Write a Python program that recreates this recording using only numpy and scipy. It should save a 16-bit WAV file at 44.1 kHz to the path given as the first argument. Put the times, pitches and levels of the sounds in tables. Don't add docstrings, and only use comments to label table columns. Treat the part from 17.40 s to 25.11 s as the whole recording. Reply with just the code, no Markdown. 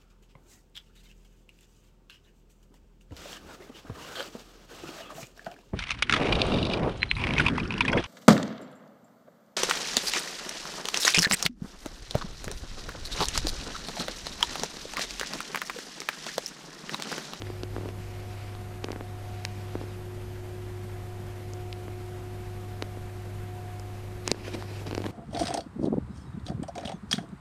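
import sys
import numpy as np
from scipy import signal
from scipy.io import wavfile
from scipy.ndimage import uniform_filter1d

SR = 44100
rng = np.random.default_rng(int(sys.argv[2]) if len(sys.argv) > 2 else 0)


def linear_from_db(decibels):
    return 10 ** (np.asarray(decibels, float) / 20)


def generate_wav(sig):
    pcm = np.round(np.clip(np.atleast_2d(sig).T, -1, 1) * 32767).astype(np.int16)
    wavfile.write(sys.argv[1], SR, pcm)


N = 340083


def evened(x):
    return x / np.sqrt(np.mean(x ** 2) + 1e-20)


def add(mix, start_s, sound):
    part = mix[round(start_s * SR):][:len(sound)]
    part += sound[:len(part)]


def along(rows, axis):
    rows = np.array(rows)
    return np.interp(np.arange(N) / SR, rows[:, 0], rows[:, axis], -120, -120)


def wander(top_hz):
    t = np.arange(N) / SR
    rates_hz = np.geomspace(top_hz / 20, top_hz, 12)
    return evened(sum(np.sin(2 * np.pi * (hz * t + rng.random())) / np.sqrt(hz) for hz in rates_hz))


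def noise(colour, patchy_db, flicker_db):
    frames = N // 256 + 5
    bin_hz = np.fft.rfftfreq(1024, 1 / SR)
    real, imaginary, patches = rng.standard_normal((frames, 513, 3)).T
    flicker = evened(uniform_filter1d(patches[0], size=3))
    patches = uniform_filter1d(patches, size=12, axis=0)
    patches = evened(uniform_filter1d(patches, size=12, axis=1))
    hz, db = np.transpose(colour)
    colour_db = np.interp(np.log(bin_hz + 1), np.log(hz + 1), db)[:, None]
    level_db = colour_db + patchy_db * patches + flicker_db * flicker
    spectra = (real + 1j * imaginary) * linear_from_db(level_db)
    return evened(signal.istft(spectra, nperseg=1024, noverlap=768)[1][:N])


# pitch_hz, level_db (per Hz)
AIR_COLOUR = [(14, -17), (42, 4), (70, -10), (140, -1), (300, -9.5), (640, -12), (1000, -16), (2200, -20.5),
              (3400, -25.5), (5600, -30), (11500, -33.5), (13300, -32), (14100, -40), (14200, -93)]


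def air():
    return linear_from_db(-44.5) * noise(AIR_COLOUR, patchy_db=0.74, flicker_db=0.6)


# pitch_hz, level_db (rms)
HUM_PARTIALS = [(50.1, -53.5), (100.2, -39.5), (140.5, -58.5), (200.4, -59)]


def mains():
    t = np.arange(N) / SR
    hum = np.zeros(N)
    for pitch_hz, level_db in HUM_PARTIALS:
        level = linear_from_db(level_db + 0.75 * wander(11)) * np.sqrt(2)
        hum += level * np.sin(2 * np.pi * (pitch_hz * t + rng.random()))
    return hum


# time_s, blade_db, octave_db
FAN_LEVELS = [(0.0, -48, -60.5), (0.52, -48.5, -57.5), (1.0, -51, -55), (1.8, -50, -54), (2.1, -49, -53),
              (2.8, -46.5, -60.5), (3.26, -45, -60), (3.58, -45.5, -53.5), (3.95, -46, -58),
              (4.23, -44.5, -52.5), (4.64, -46.5, -55.5), (5.4, -48, -50.5), (5.88, -48, -56),
              (6.25, -47.5, -52), (6.45, -51.5, -54.5), (6.89, -46, -58), (7.15, -49.5, -56),
              (7.71, -51.5, -57.5)]


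def fan():
    turns = np.cumsum(362 * (1 + 0.00087 * wander(3.7))) / SR
    blade = linear_from_db(along(FAN_LEVELS, axis=1) + 1.0 * wander(8)) * np.sin(2 * np.pi * turns)
    octave = linear_from_db(along(FAN_LEVELS, axis=2) + 1.3 * wander(8)) * np.sin(4 * np.pi * turns)
    return np.sqrt(2) * (blade + octave)


# pitch_hz, level_db (per Hz)
LOW_RUB_COLOUR = [(90, -24), (180, 0), (270, 0.5), (380, -1), (550, -9), (1000, -13), (2000, -42)]
# pitch_hz, level_db (per Hz)
SKIN_HISS_COLOUR = [(500, -7.5), (1200, -3.5), (2500, -1.5), (3600, -6.5), (5000, -5.5), (6500, -14),
                    (10000, -19), (13500, -39), (14200, -80)]
# start_s, length_s, level_db
FINGER_DRAGS = [
    (6.837, 0.1, -45.5),
    (7.038, 0.063, -55.5),
    (7.131, 0.029, -43.5),
    (7.18, 0.055, -79),
    (7.458, 0.033, -48.5),
    (7.653, 0.021, -54),
]
# start_s, length_s, low_rub_db, skin_hiss_db
HAND_STROKES = [
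    (0.0, 0.25, -61, -54),
    (0.274, 0.28, -45, -56.5),
    (0.474, 0.82, -61, -55),
    (1.7, 1.01, -74, -56.5),
    (2.3, 0.42, -65, -77),
    (6.86, 0.46, -44.5, -51),
    (7.22, 0.26, -46.5, -52.5),
    (7.42, 0.36, -43, -54.5),
]


def rub():
    low = noise(LOW_RUB_COLOUR, patchy_db=1.5, flicker_db=5.0)
    hiss = noise(SKIN_HISS_COLOUR, patchy_db=2.0, flicker_db=1.5)
    drags, press_power, slide_power = np.zeros((3, N))
    for start_s, length_s, level_db in FINGER_DRAGS:
        add(drags, start_s, linear_from_db(level_db) * signal.windows.tukey(round(length_s * SR), 0.6))
    for start_s, length_s, low_db, hiss_db in HAND_STROKES:
        swell = signal.windows.tukey(round(length_s * SR), 0.51) ** 2
        add(press_power, start_s, linear_from_db(2 * low_db) * swell)
        add(slide_power, start_s, linear_from_db(2 * hiss_db) * swell)
    return drags * (hiss + low) + np.sqrt(press_power) * low + np.sqrt(slide_power) * hiss


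def unit(x):
    return x / np.linalg.norm(x)


def causal(gain):
    log_gain = np.log(np.r_[gain, gain[-2:0:-1]] + 1e-7)
    return np.fft.ifft(np.exp(np.conj(signal.hilbert(log_gain)))).real[:700]


# pitch_hz, width_hz, level_db
CASE_MODES = [
    [(288, 240, -2), (370, 290, -1)],
    [(870, 650, 1.5), (1550, 820, -4)],
    [(2820, 2300, 1.5), (3980, 1200, -3)],
    [(5250, 1500, 0)],
    [(7000, 2100, 3.5), (9400, 1700, -8)],
]


def stress(thump_db, crack_db, crack_hz, fall_db):
    octaves = np.log2([modes[0][0] / crack_hz for modes in CASE_MODES[1:]])
    return (thump_db, *(crack_db - abs(fall_db) * octaves ** 2))


def creak(group_db, luck):
    t = np.arange(100) / SR
    f = np.fft.rfftfreq(2048, 1 / SR)
    grit = (luck[5:] - luck[:-5]) * np.exp(-t / 0.0007)
    jolt = (t == 0) * np.sign(luck[0]) + 0.1 * (t > 0) * grit
    power = 0
    for modes, energy_db, chance in zip(CASE_MODES, group_db, luck):
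        spot = np.exp(0.025 * chance)
        ring = 0
        for pitch_hz, width_hz, level_db in modes:
            detune = (f ** 2 - (pitch_hz * spot) ** 2) / (width_hz * f + 1)
            ring = ring + linear_from_db(2 * level_db) / (1 + detune ** 2) ** 2
        power = power + linear_from_db(2 * energy_db) * ring / ring.mean()
    return np.convolve(jolt, causal(np.sqrt(power)))


# peak_s, thump_db, knock_db (energies)
DULL_CREAKS = [(0.0698, -18, -24), (0.1017, -10, -22), (0.3648, -5, -16), (0.382, -11, -32),
               (0.411, -14, -29), (0.434, -16, -38), (0.4578, -9, -40), (0.4696, -18, -38),
               (1.486, -8, -14.5), (1.505, -5.5, -21), (1.53, -10.5, -15.5), (1.561, -10, -21),
               (1.6094, -10, -18), (2.354, -4.5, -23), (2.4139, -8, -20.5), (2.438, -14, -37),
               (2.4833, -26, -40), (4.4534, -26, -38), (4.4817, -9, -23), (5.5724, -17, -39),
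               (6.9458, -8.5, -19), (7.0809, -9.5, -42), (7.3143, -15, -40), (7.37, -15, -30),
               (1.441, -15, -14), (7.6031, -7, -35), (7.658, -6, -21)]
# peak_s, thump_db, crack_db (energies), crack_hz, fall_db (one octave off)
SHARP_SNAPS = [(0.0205, -11, -13, 1620, 9), (0.2342, -7, -14, 1770, 6), (0.489, -10, -14, 1480, 10.5),
               (1.1513, -28, -17.5, 1390, 12), (7.5294, -6.5, -14, 1200, 8), (1.444, -7, -12, 1940, 5.5),
               (1.5187, -21, -14, 2600, 12.5), (2.0513, -14, -4, 1910, 3.5), (4.1356, -20, -27, 7000, 10),
               (4.3284, -33, -16, 3300, 18), (5.4242, -5.5, -10, 1670, 4), (6.3974, -26, -29, 5770, 15),
               (6.8779, -9, -6.5, 3300, 1), (6.9159, 8, -3, 4200, -0.5), (7.2247, -21, -12.5, 1290, 10.5),
               (7.4687, -10, -18, 1490, 4), (7.4832, -30, -36, 1700, 3.5), (7.494, -28, -31, 2800, 5),
               (7.5113, -7.5, -16, 1390, 4), (7.55, -8.5, -9.5, 1720, 5.5), (7.5792, -2, -16, 1280, 2),
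               (7.6197, -10, -27, 2500, 3), (7.642, -22, -13.5, 1100, 6), (7.665, -10, -14.5, 1480, 6.5)]


def case():
    dull_hz, dull_fall_db = 800, 7
    lead_s = 0.00023
    slips = list(SHARP_SNAPS) + [(*row, dull_hz, dull_fall_db) for row in DULL_CREAKS]
    mix = np.zeros(N)
    for (peak_s, *force), luck in zip(slips, rng.standard_normal((len(slips), 105))):
        add(mix, peak_s - lead_s, creak(stress(*force), luck))
    return mix


def scene():
    room = mains() + fan() + air()
    return (room + rub() + case())[None]


def roll_off(x):
    return signal.sosfilt(signal.butter(12, 15170, fs=SR, output="sos"), x)


def record(dry):
    power = uniform_filter1d(dry[0] ** 2, size=88, origin=43)
    power_db = 10 * np.log10(abs(power) + 1e-12)
    recovery_db = np.arange(N) * 60.0 / SR
    held_db = np.maximum.accumulate(power_db + recovery_db) - recovery_db
    over_db = np.maximum(held_db + 21.5, 0)
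    ducked = dry / linear_from_db(0.87 * uniform_filter1d(over_db, size=400, origin=199))
    ducked = 0.8 * np.tanh(ducked / 0.8)
    low_pass = signal.firwin(255, 14180, window=("kaiser", 7), fs=SR)
    band = signal.oaconvolve(ducked, low_pass[None], "same")
    return roll_off(band)


dry = scene()
out = record(dry)
generate_wav(out)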